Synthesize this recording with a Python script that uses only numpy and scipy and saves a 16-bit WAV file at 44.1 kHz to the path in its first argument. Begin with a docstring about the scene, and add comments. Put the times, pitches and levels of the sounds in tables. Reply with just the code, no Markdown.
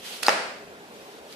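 """A living room, with a homemade rubber band launcher fired close to a camera's microphones.
Room tone and cloth come first, as filtered noise whose level drifts or swells; then the catch scrapes
(grainy noise with a whine) and ticks (short decaying sines). The band snaps against the frame, a sum of
dying partials; nearby walls answer with delayed copies and the room with a tail of random taps.
Hum and soft cloth remain, with three faint late ticks."""
import sys
import numpy as np
from scipy import signal
from scipy.io import wavfile
from scipy.ndimage import uniform_filter1d

SR = 44100
rng = np.random.default_rng(int(sys.argv[2]) if len(sys.argv) > 2 else 0)


def boost_factor(decibels):
    """Convert a level in decibels to a linear amplitude factor."""
    exponent = np.asarray(decibels, float) / 20
    return 10 ** exponent


def materialize(psi):
    """Save the field psi as 16-bit PCM at rate SR to the path in sys.argv[1].

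    A 1-D psi becomes a single channel; in a 2-D psi each row is a channel.
    """
    bounded = np.clip(np.atleast_2d(psi).T, -1, 1)
    quanta = np.round(bounded * 32767).astype(np.int16)
    wavfile.write(sys.argv[1], SR, quanta)


N = 59535  # length in samples
SNAP_S = .2833  # when the band strikes the frame


def evened(x):
    """Scale to an RMS of one."""
    return x / np.sqrt(np.mean(x ** 2) + 1e-20)


def read(points, hz):
    """Read a curve of (Hz, value) points, interpolating along log frequency."""
    f, value = np.transpose(points)
    return np.interp(np.log(hz + 1), np.log(f + 1), value)


def add(mix, s, sound):
    """Lay a sound into the mix from s seconds on, cut at the end of the mix."""
    part = mix[:, round(s * SR):][:, :sound.shape[-1]]
    part += sound[..., :part.shape[1]]


def sides(pan_db):
    """Left and right gains that differ by pan_db; negative leans right."""
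    return boost_factor(np.array([[pan_db / 2], [-pan_db / 2]]))


def resonant_noise(hz, width_hz, source):
    """White noise through one resonance: a fuzzy tone."""
    return evened(signal.lfilter(*signal.iirpeak(hz, hz / width_hz, SR), source))


def noise(colour, likeness, patchy_db, size=512, lag_s=0):
    """Stereo noise from random short-time spectra with drifting patches; the left side lags by lag_s."""
    hop, hz = size // 4, np.fft.rfftfreq(size, 1 / SR)
    a, b, c, d, patches = rng.standard_normal((N // hop + 5, len(hz), 5)).T
    patches = uniform_filter1d(patches, size=5, axis=0)  # smooth over frequency
    patches = evened(uniform_filter1d(patches, size=6, axis=1))  # and over time
    same = np.clip(read(likeness, hz), -1, 1)[:, None]
    left, other = a + 1j * b, c + 1j * d
    lead = np.exp(2j * np.pi * hz * lag_s)[:, None]
    right = same * lead * left + np.sqrt(1 - same ** 2) * other
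    level_db = read(colour, hz)[:, None] + patchy_db * patches
    spectra = np.array([left, right]) * boost_factor(level_db)
    return evened(signal.istft(spectra, nperseg=size, noverlap=size - hop)[1][:, :N])


# Murmur of the house and hiss of the microphones. Each row: frequency in Hz, relative density in dB per Hz.
HUM_COLOUR = [(12, -64), (20, 5.5), (140, -17), (171, -11.5), (274, -11), (342, -16), (416, -12.5),
              (465, -10.5), (1160, -19), (1270, -24), (1380, -19), (13900, -41), (15500, -36.5)]
# How alike the two microphones hear it. Each row: frequency in Hz, left-right likeness up to 1.
HUM_LIKENESS = [(60, .7), (250, 0.79), (600, 0.97), (1500, 0.37), (5000, 0.068), (14000, 0.094)]
# The fuzzy tone in the hum. One row: centre in Hz, width in Hz, level in dB.
HUM_TONE = (410, 25.5, -55.5)


def hum():
    """Steady low murmur of the house with microphone hiss, plus noise through one narrow resonance."""
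    hz, width_hz, tone_db = HUM_TONE
    tone = resonant_noise(hz, width_hz, rng.standard_normal(N))
    murmur = noise(HUM_COLOUR, HUM_LIKENESS, patchy_db=2.0, size=1024, lag_s=0.00026)
    return boost_factor(-45.5) * murmur + boost_factor(tone_db) * tone


# Cloth rubbing near the camera, in two stretches. Each row: time in seconds, level in dB before panning.
RUSTLE_LEVEL = [
    [(0.0, -49), (0.016, -50.5), (0.058, -39.5), (0.138, -38.5), (0.222, -45), (0.226, -38.5)],
    [(0.62, -71), (0.726, -67), (0.928, -58), (0.94, -55), (1.192, -55), (1.21, -65), (1.332, -47),
     (1.35, -53)],
]
# Colour of the cloth at that distance. Each row: frequency in Hz, relative density in dB per Hz.
CLOTH_COLOUR = [(300, -13.5), (1000, -10), (2000, -7), (3200, -0.5), (4800, -5), (7000, -11.5),
                (11000, -12.5), (14500, -17.5), (15500, -54)]


def rustle():
    """Soft hiss of cloth: friction noise that swells with each movement, a little to the right."""
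    s, db = np.transpose(RUSTLE_LEVEL[0] + RUSTLE_LEVEL[1])
    swell = boost_factor(np.interp(np.arange(N) / SR, s, db))
    hiss = noise(CLOTH_COLOUR, [(1000, 0.13)], patchy_db=1.0)
    return swell * sides(-1.5) * hiss


# Scrape of band and catch. Each row: time in seconds, level in dB before panning, whine share from 0 to 1.
SCRAPE_LEVEL = [(.2288, -55, .1), (.2298, -30, .1), (.2335, -27, .1), (.238, -31, .2), (.2405, -39, .4),
                (.25, -37, .75), (.262, -37, .8), (.266, -29, .4), (.2695, -33, .6), (.277, -31, .3),
                (.2825, -34, .7), (.285, -70, .5)]
# Colour of the grit in the scrape. Each row: frequency in Hz, relative density in dB per Hz.
GRIT_COLOUR = [(120, -41), (200, -9.5), (1560, -8.5), (3820, -9.5), (6830, -10), (9660, -7), (13200, -24),
               (14700, -11), (15500, -43)]


def scrape():
    """Friction of band and catch: grainy noise crossfaded by power with a resonant whine."""
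    s, db, share = np.transpose(SCRAPE_LEVEL)
    t = np.arange(N) / SR
    share = np.clip(np.interp(t, s, share), 0, 1)
    grit = noise(GRIT_COLOUR, [(1000, 0.45)], patchy_db=3, size=128)
    source = rng.standard_normal((2, N)) + 1.9 * rng.standard_normal(N)  # own part plus shared part
    whine = resonant_noise(4500, 600, source)
    level = boost_factor(np.interp(t, s, db, left=-120, right=-120))
    return level * (np.sqrt(1 - share) * grit + np.sqrt(share) * whine)


# Ticks of the catch. Each row: start in seconds, level in dB before decay and panning, ring in Hz,
# nominal length in cycles.
CATCH_TICKS = [(.2297, -22, 5000, 5), (.2299, -27, 13500, 5), (.2319, -24, 2100, 2), (.2328, -19, 2700, 3),
               (.2331, -23, 9500, 6), (.2343, -19, 3400, 4), (.2377, -21, 4000, 4), (.2491, -25, 5000, 3),
               (.2644, -18, 4500, 7), (.2658, -20, 4600, 4), (.2671, -10, 4700, 9), (.2673, -23, 9800, 5),
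               (.2683, -24, 1300, 2), (.2706, -19, 4550, 10), (.2755, -25, 2000, 3), (.2762, -29, 13800, 8),
               (1.3265, -33, 4600, 5), (1.327, -29, 8500, 1), (1.3385, -35, 2500, 2)]


def catch():
    """The scrape and short ringing ticks, right of centre; ticks reach the left microphone later."""
    lag_s, pan_db = .00007, -3
    out = scrape()
    for start, level_db, hz, cycles in CATCH_TICKS:
        turns = np.arange(600) / SR * hz
        shape = np.minimum(turns / .4, 1) * np.exp(-(1.3 * turns / cycles) ** 2)
        tick = boost_factor(level_db) * np.sin(2 * np.pi * turns) * shape
        add(out[:1], start + lag_s, tick)
        add(out[1:], start, tick)
    return out * sides(pan_db)


# How fast the living room dies away. Each row: frequency in Hz, t60 in seconds before the extra bend.
ROOM_T60 = [(120, 0.9), (300, 0.15), (550, 0.87), (1000, 0.64), (2500, 0.75), (5000, 0.68), (9000, 0.61),
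            (14000, 0.14)]
# Colour of the tail at its start. Each row: frequency in Hz, relative level in dB.
TAIL_COLOUR = [(120, -1.5), (250, -3), (400, 0), (550, 4.5), (800, 3), (1200, 3), (1800, 1.5), (2600, -2),
               (3500, -9.5), (4700, -5.5), (6500, -14.5), (9000, -15.5), (14000, -23.5)]
# How alike the tail is at both microphones. Each row: frequency in Hz, left-right likeness from 0 to 1.
TAIL_LIKENESS = [(150, .9), (400, 1), (1000, 0.1), (3000, 0.042), (12000, 0.035)]


def room(x):
    """Sparse taps of random sign that build up, each band dying at its own speed."""
    room_db, rise_s, bend = 8, 0.018, 27  # bend: extra fall, dB per s squared
    taps = np.zeros((2, SR))
    slots = np.arange(200, SR - 20, 12)  # one tap in every 12 samples
    at = slots + rng.integers(0, 12, (2, len(slots)))
    np.put_along_axis(taps, at, rng.choice([-1., 1.], at.shape), 1)
    rise = np.minimum(np.arange(SR) / SR / rise_s, 1)
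    hz, t, (a, b) = signal.stft(taps * rise, SR, nperseg=256)
    same = np.clip(read(TAIL_LIKENESS, hz), 0, 1)[:, None]
    mid, side = np.sqrt((1 + same) / 2) * a, np.sqrt((1 - same) / 2) * b
    fall_db = 60 * t / read(ROOM_T60, hz)[:, None] + bend * t ** 2
    spectra = np.array([mid + side, mid - side]) * boost_factor(read(TAIL_COLOUR, hz)[:, None] - fall_db)
    tail = signal.istft(spectra, SR, nperseg=256)[1]
    tail = tail / np.linalg.norm(tail[0])
    return boost_factor(room_db) * signal.fftconvolve(x[None], tail, axes=1)[:, :N]


# What the frame rings with. Each row: frequency in Hz, relative starting level in dB, t60 in seconds.
FRAME_PARTIALS = [(420, -16, .02), (600, -11, .016), (785, -3, .02), (1350, -6, .007), (1900, -3, .006),
                  (2600, -4, .006), (3700, -14, .006), (4900, -8, .005), (5500, -16, .007),
                  (9300, -18, .004), (12500, -22, .003)]


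def snap():
    """One blow of the band rings the frame: decaying partials, those above 1 kHz with flipped sign."""
    t = np.arange(3000) / SR
    ring = np.zeros(len(t))
    for hz, db, t60 in FRAME_PARTIALS:
        sign = -1 if hz > 1000 else 1
        ring += sign * boost_factor(db - 60 * t / t60) * np.sin(2 * np.pi * hz * t)
    return boost_factor(-1) * ring * np.minimum(t / .00008, 1)  # brief onset ramp


# First echoes off the walls. Each row: delay in seconds, level in dB against the blow before panning,
# left over right in dB, lag of the left microphone in seconds, brightness from 0 to 1.
WALL_ECHOES = [(.0024, -14, -3, .0002, .9), (.0036, -10, 3, .0004, .1), (.0084, -3, -2, 0, .7),
               (.0090, -6, 0, 0, 1), (.0101, -8, -3, .0003, .6), (.0107, -6, 0, .0002, .6),
               (.0122, -11, -3, .0003, .3), (.0145, -13, 2, -.0003, .1), (.0200, -11, 2, .0005, .2)]


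def echoes(blow):
    """The blow and its first reflections as delayed copies; bright ones lose their bass."""
    out = np.zeros((2, N))
    thin = signal.lfilter(*signal.butter(1, 1800, "high", fs=SR), blow)
    add(out, SNAP_S, blow)
    for delay, db, pan_db, lag_s, bright in WALL_ECHOES:
        both = boost_factor(db) * sides(pan_db) * ((1 - bright) * blow + bright * thin)
        add(out[:1], SNAP_S + delay + lag_s / 2, both[0])
        add(out[1:], SNAP_S + delay - lag_s / 2, both[1])
    return out


def scene():
    """Launcher and its room, with cloth and hum; small parts radiate no deep bass."""
    parts = catch()
    crack = boost_factor(6.5) * (np.arange(N) == round(SNAP_S * SR))  # the snap as the room hears it: one impulse
    launcher = echoes(snap()) + parts + room(crack + boost_factor(-10.5) * parts.mean(0))
    launcher = signal.lfilter(*signal.butter(2, 170, "high", fs=SR), launcher)
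    return launcher + rustle() + hum()


def low_pass(x):
    """Removes everything above the highest recorded frequency."""
    return signal.sosfilt(signal.butter(12, 15840, fs=SR, output="sos"), x)


def record(dry):
    """The camera's gain control ducks just after loud sound; then soft overload, low cut, band limit."""
    duck_at_db, duck_share = -29, 0.2  # share: dB of ducking per dB above the threshold
    envelope_fall_db_per_s = 90
    power = uniform_filter1d((dry ** 2).mean(0), size=441, origin=220)  # over the past 10 ms
    power_db = 10 * np.log10(abs(power) + 1e-12)
    fall = np.arange(N) * envelope_fall_db_per_s / SR
    envelope_db = np.maximum.accumulate(power_db + fall) - fall  # rises at once, falls steadily
    over_db = np.maximum(envelope_db - duck_at_db, 0)
    x = dry / boost_factor(duck_share * uniform_filter1d(over_db, size=301, origin=150))
    x = 1.413 * np.tanh(x / 1.21)
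    x = signal.lfilter(*signal.butter(2, 202, "high", fs=SR), x)
    x = signal.oaconvolve(x, signal.firwin(255, 14620, fs=SR)[None], "same")
    return low_pass(x)


dry = scene()
out = record(dry)
materialize(out)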